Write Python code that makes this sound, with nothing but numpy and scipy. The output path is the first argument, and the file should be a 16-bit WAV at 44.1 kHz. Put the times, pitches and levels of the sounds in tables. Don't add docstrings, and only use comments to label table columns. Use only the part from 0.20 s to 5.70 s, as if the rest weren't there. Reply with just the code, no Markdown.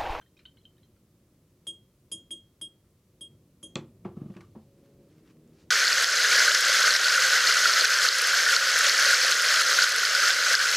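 import sys
import numpy as np
from scipy import signal
from scipy.fft import rfft, irfft
from scipy.io import wavfile
from scipy.ndimage import uniform_filter1d

SR = 44100
rng = np.random.default_rng(int(sys.argv[2]) if len(sys.argv) > 2 else 0)


def boost_factor(decibels):
    exponent = np.asarray(decibels, float) / 20
    return 10 ** exponent


def bounce(signal):
    frames = np.transpose(np.atleast_2d(signal))
    limited = np.clip(frames, -1, 1)
    pcm = np.round(limited * 32767).astype(np.int16)
    wavfile.write(sys.argv[1], SR, pcm)


N = 242753
T = np.arange(N) / SR

# frequency in Hz, density in dB per Hz.
HUM_SPECTRUM = [(12, -37), (20, -22), (101, -2), (134, -4), (168, -3), (204, -7.5), (319, -11), (357, -8.5),
                (399, -16), (558, -18.5), (780, -30.5), (1190, -30), (1530, -35), (13200, -38.5),
                (16000, -41.5)]
HUM_DB, MURMUR_DB = -61.5, -5.5
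# peak in seconds, level above rest in dB, rise in s, fall in s.
MURMUR_SWELLS = [(.45, 4.5, .2, 1), (2.05, 4.5, 0.17, .1), (3.2, 6.5, 0.24, 0.35), (3.6, 10, 0.059, 0.21),
                 (4.03, 14, 0.13, 0.027), (4.2, 11, 0.057, 0.36)]
# frequency in Hz, density in dB per Hz.
HISS_SPECTRUM = [(12, -51), (20, -10), (107, 2.5), (216, -5.5), (328, 0), (780, -2.5), (3340, -0.5),
                 (14700, 1), (16000, -26)]

# start in seconds, peak in dB, pitch in Hz, ring of the wet glass in dB.
WET_TICKS = [(0.0126, -56.5, 3140, -0.5), (0.0127, -54, 1550, -28), (0.012, -64, 6000, -20),
             (0.061, -61, 1850, -3), (0.168, -55, 2480, -7), (0.1685, -63, 5540, -18),
             (0.175, -58, 3790, -15), (0.192, -52.5, 2400, -24), (0.19, -62, 4060, -20),
             (0.1944, -67, 5140, -20), (0.2532, -38, 3040, -7.5), (0.2578, -52.5, 3850, -11),
             (0.2932, -57, 3160, -17), (0.3704, -57, 2990, -5), (0.3765, -63, 2160, -22),
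             (0.383, -62, 4090, -23), (0.413, -65, 3260, -7), (0.4366, -67, 3980, -4),
             (0.4528, -41.5, 3110, -25), (0.5094, -72, 3070, -21.5), (0.567, -65, 3040, -4.5),
             (0.58, -63.5, 3780, -12), (0.58, -66, 1790, -25), (0.6307, -63.5, 4040, 5),
             (0.6514, -68, 6100, -15), (0.7652, -65, 1370, -13)]
# pitch in Hz, T60 in s.
WET_NOTE_T60 = [(1500, 0.034), (2400, 0.034), (3100, 0.035), (3750, 0.032), (4050, 0.077), (5500, 0.028)]
# frequency in Hz, level in dB, T60 in s.
WET_JAR_MODES = [(1520, -4.5, 0.043), (2020, -10, .08), (2740, -14, 0.048), (3110, -6, 0.1),
                 (3180, -1.5, 0.18), (3500, -5, 0.076), (3850, -8, 0.11), (4200, -11, 0.17)]
# start in seconds, peak in dB, centre in Hz, burst in ms.
SOFT_SLAPS = [(0.014, -60, 1310, 18), (0.164, -67, 3500, 48), (0.19, -56.5, 2200, 21),
              (0.254, -59.5, 1590, 14), (.578, -72, 2200, 40), (.762, -67, 2500, 11), (2.64, -72, 1190, 45),
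              (3.583, -68, 3000, 7.6), (3.644, -65, 2500, 4.9), (3.8475, -53, 1670, 22),
              (3.849, -41, 700, 35), (4.3505, -48, 530, 47), (4.90, -67, 3050, 5.5)]

# start in seconds, peak in dB, middle modes in dB, top modes in dB,
# lean from the 6 kHz to the 5 kHz modes in dB.
RIM_TAPS = [
    (1.4687, -30, -19, -7, 2),
    (1.9159, -32, -10.5, 1, 5.5),
    (2.107, -31.5, -18.5, -8, 1),
    (2.4133, -33, -24, -2, 13),
    (3.0088, -37.5, -23, -3, 9.5),
    (3.4285, -40.5, -10.5, 2.5, -5.5),
]
BRISTLE_TOUCH_MS = [47, 34, 36, 66, 72, 46]
# frequency in Hz, share of the lean.
MODE_LEAN = [(5300, 1), (6200, -1), (6600, -1), (6750, 0)]
# frequency in Hz, level in dB, T60 in s, sign and size.
LOW_WALL_MODES = [(3250, 2.5, 0.29, 0.78), (3195, -47, .2, 0.77), (3650, -30, 0.081, -1),
                  (3509, -15.5, 0.097, 0.87), (3070, -25, 0.18, 1), (3440, -29, 0.051, 1),
                  (3790, -32, .08, 1), (2230, -38, 0.025, -0.069)]
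# frequency in Hz, level in dB, T60 in s, sign and size.
MID_WALL_MODES = [(5014, 1, 0.089, 0.54), (4840, -14, 0.069, 0.6), (5205, -23, 0.27, 0.86),
                  (6270, -10.5, 0.26, 1), (6470, -7, 0.14, 0.9), (6600, -39, .08, 1),
                  (6760, -8, 0.16, 0.69), (6975, -8.5, 0.13, 0.76), (7080, -12, 0.29, 1), (6960, 0, 0.2, 1)]
# frequency in Hz, level in dB, T60 in s, sign and size.
TOP_WALL_MODES = [(8430, -4, .16, 1), (8470, -10, .15, 1), (8410, -17, .1, -1), (10652, -3, .125, 1),
                  (10690, -2, .115, -1), (8830, -24, .1, 1), (9904, -16, .11, 1), (10150, -24, .1, 1),
                  (10380, -26, .1, 1), (11480, -26, .1, 1)]
# frequency in Hz, level in dB, T60 in s, sign and size.
FOOT_MODES = [(170, 23.5, 0.29, 0.057), (240, -4, 0.29, -0.7), (331.8, 11.5, 0.27, 0.59),
              (542.3, -8, 0.25, -1.43), (599, -1.5, 0.16, 1), (1126, 5, 0.044, 0.72)]
TOP_FROM_HZ, SHOULDER_DB = 9000, -3
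DAMP_DB, DAMP_DB_PER_MS, REBOUND_DB, UPPER_SHARE = -.5, -.19, 3.5, .35

# deepest swing in seconds, peak in dB, thud pitch in Hz, its T60 in s,
# ring of the top in dB.
TABLE_BLOWS = [
    (3.105, -56, 228, 0.069, 1.5),
    (3.124, -52.5, 200, .05, -8),
    (3.5625, -23.5, 199.4, 0.026, -7),
    (3.856, -30.5, 200.2, 0.063, -3.5),
    (3.919, -41, 170, 0.017, -3.5),
    (4.168, -40, 200, 0.089, -3),
    (4.3557, -43.5, 240, 0.023, -8),
    (4.366, -39.5, 219, 0.18, -9),
]
# frequency in Hz, level in dB, T60 in s.
TABLE_MODES = [(106.8, 0.5, 0.13), (143.3, -5, 0.29), (184, -3, 0.39), (228.2, -8.5, 0.32),
               (310, -12.5, 0.33), (345.8, 3.5, 0.14), (393.5, -2.5, 0.15), (437, -1, 0.068),
               (514, -6.5, 0.13), (603, -2, 0.074), (700, -7.5, 0.089), (853, -15, 0.086), (1131, 3, 0.071),
               (1297, 5.5, 0.041), (2160, -9, 0.099)]
SOFT_HZ, SOFT_DB, DB_PER_OCTAVE = 396, -49.5, 20.5
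# start in seconds, peak in dB, centre in Hz.
HARD_EDGES = [(3.5554, -23.5, 3610), (3.5553, -27.5, 6550), (3.556, -30, 2340), (3.562, -40, 1130),
              (3.567, -40, 4850), (3.8476, -48, 2350), (3.849, -50, 950), (4.351, -53, 890),
              (5.2759, -62, 6980)]

# time in seconds, level in dB.
SCRAPE_LEVEL = [(3.93, -89), (3.97, -71), (4.05, -76), (4.12, -68.5), (4.2, -72), (4.25, -70), (4.29, -87)]
# frequency in Hz, half-width in Hz, level in dB.
SLIDER_RESONANCES = [(1188, 21, 15), (1850, 98, -21), (2260, 32, -22), (2650, 44, -14), (2930, 140, -7.5)]
# start in seconds, peak in dB.
GRAIN_CATCHES = [(3.971, -63), (4.012, -66), (4.102, -58), (4.1376, -56), (4.149, -56), (4.166, -45.5),
                 (4.207, -44)]
# centre in Hz, level in dB, burst in ms, width in octaves.
CATCH_BURSTS = [(1930, -2, 6, .6), (1120, -6, 14, .8), (3700, -11, 9, 1.2)]
# deepest swing in seconds, peak in dB.
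HOPS = [(3.974, -29.5), (4.020, -28), (4.063, -34), (4.105, -32.5)]

# peak in seconds, level in dB, rise in s, fall in s, crispness in dB.
TOWEL_STROKES = [
    (4.36, -88, 0.098, 0.12, 7),
    (4.651, -79.5, 0.072, 0.11, -3),
    (4.95, -76, 0.066, 0.055, -2.5),
    (5.08, -71, .02, 0.031, -6),
    (5.34, -78, 0.085, 0.051, -3),
    (5.42, -75.5, 0.038, 0.032, 2),
    (5.5, -77, 0.011, .02, -5),
]
# time in seconds, firing rate in Hz, level in dB.
ENGINE_COURSE = [(4.4, 69.3, -104), (4.48, 69.4, -67.5), (4.82, 69.8, -61), (4.88, 69.6, -62.5),
                 (4.92, 77.9, -67.5), (5.25, 79, -62.5), (5.4, 78, -66), (5.5, 78.6, -64.5)]
# multiple, cruising in dB, speeding up in dB, pulling in dB.
FIRING_ORDERS = [(2, -6, -9, -2), (3, -7, -14, -1), (4, -12, -1, -3), (5, -10, -14, -13),
                 (6, -13, -12, -15), (8, -3, -22, -22)]
SPEED_UP_S = (4.86, 4.93)
TAKE_LOAD_S = (5.3, 5.17)

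ROOM_T60_S, ROOM_TOP_T60_S, ROOM_DB, ROOM_SPLIT_HZ = 0.27, 0.14, -11.5, 770
MIC_LOW_HZ, MIC_TOP_HZ = 88, 12050
MIC_LEAK_DB, MIC_PORT_HZ = -12, 14800


def level(x, db):
    return x * boost_factor(db) / np.sqrt(np.mean(x ** 2))


def curve(table):
    s, *columns = np.transpose(table)
    return [np.interp(T, s, c) for c in columns]


def add(out, s, x):
    i = int(s * SR)
    out[i:i + len(x)] += x[:N - i]


def ring(modes, scatter_db, dur=.45, detune=0.):
    t, m = T[:int(dur * SR)], np.array(modes, float)
    chance = rng.standard_normal((3, len(m)))
    sign = m[:, 3] if m.shape[1] > 3 else np.sign(chance[0])
    hz = m[:, 0] * (1 + detune * chance[1])
    gain = sign * boost_factor(m[:, 1] + scatter_db * chance[2])
    decay = boost_factor(-60 * t / m[:, 2:3])
    return gain @ (np.sin(2 * np.pi * hz[:, None] * t) * decay)


def lowpass(x, hz, order):
    return signal.sosfilt(signal.butter(order, hz, fs=SR, output="sos"), x)


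def highpass(x, hz, order):
    return signal.sosfilt(signal.butter(order, hz, "high", fs=SR, output="sos"), x)


def band(x, hz, width_hz, order=1):
    lo = np.sqrt(hz ** 2 + width_hz ** 2 / 4) - width_hz / 2
    edges = [lo, min(lo + width_hz, .45 * SR)]
    return signal.sosfilt(signal.butter(order, edges, "band", fs=SR, output="sos"), x)


def noise_burst(t, decay_s):
    return rng.standard_normal(len(t)) * np.exp(-t / decay_s)


def coloured(spectrum):
    hz, db = np.transpose(spectrum)
    f = np.maximum(np.arange(N // 2 + 1) * SR / N, 1)
    gain = boost_factor(np.interp(np.log(f), np.log(hz), db))
    return irfft(rfft(rng.standard_normal(N)) * gain, N)


def walk(rate):
    k = int(SR / rate)
    steps = rng.standard_normal(N // k + 1)
    return 0.99 * uniform_filter1d(np.repeat(steps, k), k)[:N]


def grains(rate, spread_db):
    happens = rng.random(N) < rate / SR
    return happens * boost_factor(spread_db * rng.exponential(size=N)) * rng.choice([-1., 1.], N)


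def hump(s, rise_s, fall_s):
    return np.exp(-.5 * ((T - s) / np.where(T < s, rise_s, fall_s)) ** 2)


def click(out, s, db, hz, burst_ms, octaves):
    t = T[:int(.15 * SR)]
    shape = t ** 0.21 * np.exp(-t * 1700 / burst_ms)
    burst = band(rng.standard_normal(len(t)) * shape, hz, hz * np.clip(octaves, .1, 3), order=2)
    add(out, s, boost_factor(db) * burst / abs(burst).max())


def blow(thuds, tops, s, db, hz, t60, top_db, hard_hz):
    t = T[:int(.45 * SR)]
    lead = 1.4 / hz
    u = t - lead
    shape = np.where(u < 0, np.exp(-(u * hz / 0.81) ** 2), boost_factor(-60 * u / t60))
    add(thuds, s - lead, -boost_factor(db) * shape * np.cos(2 * np.pi * hz * u))
    rattle = noise_burst(t, 0.024)
    top = (ring(TABLE_MODES, 2.9, detune=0.009) + boost_factor(11.5) * rattle) * (1 - np.exp(-t / 0.0033))
    add(tops, s - lead, boost_factor(db + top_db - 5) * lowpass(top, hard_hz, 2))


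def hum():
    steady = coloured(HUM_SPECTRUM)
    swell_db = MURMUR_DB + sum(db * hump(s, rise_s, fall_s) for s, db, rise_s, fall_s in MURMUR_SWELLS)
    settle = np.clip((4.55 - T) / 0.18, 0, 1)
    bass = band(steady, 200, 500) * boost_factor(HUM_DB) / steady.std()
    return level(steady, HUM_DB) + (boost_factor(swell_db * settle + 0.27 * walk(5.6)) - 1) * bass


def swish():
    out, t = np.zeros(N), T[:int(.2 * SR)]
    for s, db, hz, jar_db in WET_TICKS:
        t60 = np.interp(hz, *np.transpose(WET_NOTE_T60))
        onset = 1 - np.exp(-(t / 0.0011) ** 2)
        note = np.sin(2 * np.pi * hz * t * (1 + 0.42 * t)) * boost_factor(-60 * t / t60) * onset
        splash = band(noise_burst(t, 0.0048), hz, 0.25 * hz)
        waver = boost_factor(4.9 * walk(124)[:len(t)])
        glass = ring(WET_JAR_MODES, 2.5, dur=.2, detune=0.0164) * waver
        add(out, s, boost_factor(db) * (note + boost_factor(-12) * splash + boost_factor(jar_db - 10.0) * glass))
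    return out


def slaps():
    out = np.zeros(N)
    for s, db, hz, burst_ms in SOFT_SLAPS:
        click(out, s, db, hz, burst_ms, octaves=.95)
    return out


def taps():
    tone, noise, t = np.zeros(N), np.zeros(N), T[:int(.45 * SR)]
    for (s, db, mid_db, top_db, lean_db), touch_ms in zip(RIM_TAPS, BRISTLE_TOUCH_MS):
        since_touch = t - touch_ms / 1000
        touched = 1 / (1 + np.exp(np.clip(-since_touch / 0.0017, -50, 50)))
        damp_db = DAMP_DB + DAMP_DB_PER_MS * touch_ms
        rebound_db = REBOUND_DB * np.sin(np.pi * np.clip(since_touch / 0.08, 0, 1))

        mid = [(hz, m_db + lean_db * np.interp(hz, *np.transpose(MODE_LEAN)), *rest)
               for hz, m_db, *rest in MID_WALL_MODES]
        top = [(hz, m_db + (top_db if hz > TOP_FROM_HZ else SHOULDER_DB), *rest)
               for hz, m_db, *rest in TOP_WALL_MODES]
        waver = boost_factor(0.63 * walk(83)[:len(t)])
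        low_ring = ring(LOW_WALL_MODES, 0.12) * boost_factor((damp_db + rebound_db) * touched)
        upper_ring = boost_factor(mid_db) * ring(mid, 0.66, detune=0.00032) + ring(top, 0.94)
        glass = low_ring + upper_ring * waver * boost_factor(UPPER_SHARE * damp_db * touched)

        foot_db = 0.21 * db + 0.36 * mid_db - 42.0
        foot_ring = ring(FOOT_MODES, 1.0, detune=0.018)
        swell = 1 - 0.88 * np.exp(-t / 0.0074)
        add(tone, s, (boost_factor(db + 1.5) * glass + boost_factor(foot_db) * foot_ring) * swell)

        tick = band(noise_burst(t, 0.0003), 2800, 12500)
        shiver = band(noise_burst(t, 0.01), 8070, 6000, order=2)
        foot = band(noise_burst(t, 0.048), 244, 220, order=2)
        clack = band(noise_burst(t, 0.014), 2970, 820, order=2)
        add(noise, s, boost_factor(db + mid_db + 2.0) * clack + boost_factor(db - 4.5) * tick
            + boost_factor(db + top_db - 10) * shiver + boost_factor(foot_db + 20) * foot)
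    return tone, noise


def knocks():
    thuds, tops = np.zeros(N), np.zeros(N)
    for s, db, hz, t60, top_db in TABLE_BLOWS:
        hard_hz = SOFT_HZ * 2 ** ((db - SOFT_DB) / DB_PER_OCTAVE)
        blow(thuds, tops, s, db, hz, t60, top_db, hard_hz)
    return thuds, tops


def edges():
    out = np.zeros(N)
    for s, db, hz in HARD_EDGES:
        click(out, s, db, hz, burst_ms=1000 * 10.7 / hz, octaves=0.24)
    return out


def scrape():
    slips = grains(2000, 3.2) + 0.53 * rng.standard_normal(N)
    body = sum(boost_factor(db) * level(band(slips, hz, 2 * w), 10 * np.log10(w)) for hz, w, db in SLIDER_RESONANCES)
    grit = level(band(slips, 3400, 2600), -8.5)
    sliding = (T > SCRAPE_LEVEL[0][0]) & (T < SCRAPE_LEVEL[-1][0])
    return (level(body, 0.99) + grit) * boost_factor(curve(SCRAPE_LEVEL)[0]) * sliding


def catches():
    out = np.zeros(N)
    for s, db in GRAIN_CATCHES:
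        for hz, part_db, burst_ms, octaves in CATCH_BURSTS:
            click(out, s, db + part_db, hz, burst_ms, octaves)
    return out


def judder():
    thuds, tops = np.zeros(N), np.zeros(N)
    for s, db in HOPS:
        blow(thuds, tops, s, db, hz=190.8, t60=0.0395, top_db=-8.5, hard_hz=403)
    return thuds, tops


def rustle():
    fibres = grains(3000, 1.4) * boost_factor(2.1 * walk(40))
    dull = level(band(fibres, 1420, 2000, order=2), 2.2)
    crisp = level(band(fibres, 3400, 3700, order=2), 1.1)
    return sum(boost_factor(db) * hump(s, rise_s, fall_s) * (dull + boost_factor(crisp_db) * crisp)
               for s, db, rise_s, fall_s, crisp_db in TOWEL_STROKES)


def engine():
    hz, db = curve(ENGINE_COURSE)
    phase = 2 * np.pi * np.cumsum(hz) / SR
    lines = np.zeros(N)
    for k, cruise_db, speeding_db, pulling_db in FIRING_ORDERS:
        order_db = np.interp(T, SPEED_UP_S + TAKE_LOAD_S, [cruise_db, speeding_db, speeding_db, pulling_db])
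        lines += boost_factor(order_db + 3.9 * walk(16)) * np.sin(k * phase + 0.63 * walk(9))
    rumble = level(band(rng.standard_normal(N), 292, 310, order=3), -1.2)
    return (boost_factor(3.5) * lines + rumble) * boost_factor(db) * (T > ENGINE_COURSE[0][0])


def room(x):
    t = T[:int(.5 * SR)]
    noise = rng.standard_normal(len(t))
    low = lowpass(noise, ROOM_SPLIT_HZ, 1)
    tail = low * boost_factor(-60 * t / ROOM_T60_S) + (noise - low) * boost_factor(-60 * t / ROOM_TOP_T60_S)
    tail *= np.clip((t - .002) / 0.012, 0, 1)
    return x + boost_factor(ROOM_DB) * signal.fftconvolve(x, tail / np.sqrt(np.sum(tail ** 2)))[:N]


def microphone(x):
    x = highpass(x, MIC_LOW_HZ, 3)
    return lowpass(x, MIC_TOP_HZ, 10) + boost_factor(MIC_LEAK_DB) * band(x, MIC_PORT_HZ, 1800, order=4)


def scene():
    glass, ticks = taps()
    knock_thuds, knock_tops = knocks()
    hop_thuds, hop_tops = judder()
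    contacts = slaps() + edges() + catches()
    in_room = ticks + knock_tops + hop_tops + swish() + contacts + scrape() + rustle()
    near = microphone(glass + room(in_room))
    thuds = highpass(knock_thuds + hop_thuds, .5 * MIC_LOW_HZ, 2)
    mid = near + thuds + engine() + hum()
    return np.array([mid, mid])


def roll_off(x):
    return signal.sosfilt(signal.butter(12, 16380, fs=SR, output="sos"), x)


def record(dry):
    side = level(coloured(HISS_SPECTRUM), -80)
    return roll_off(dry + np.array([side, -side]))


dry = scene()
out = record(dry)
bounce(out)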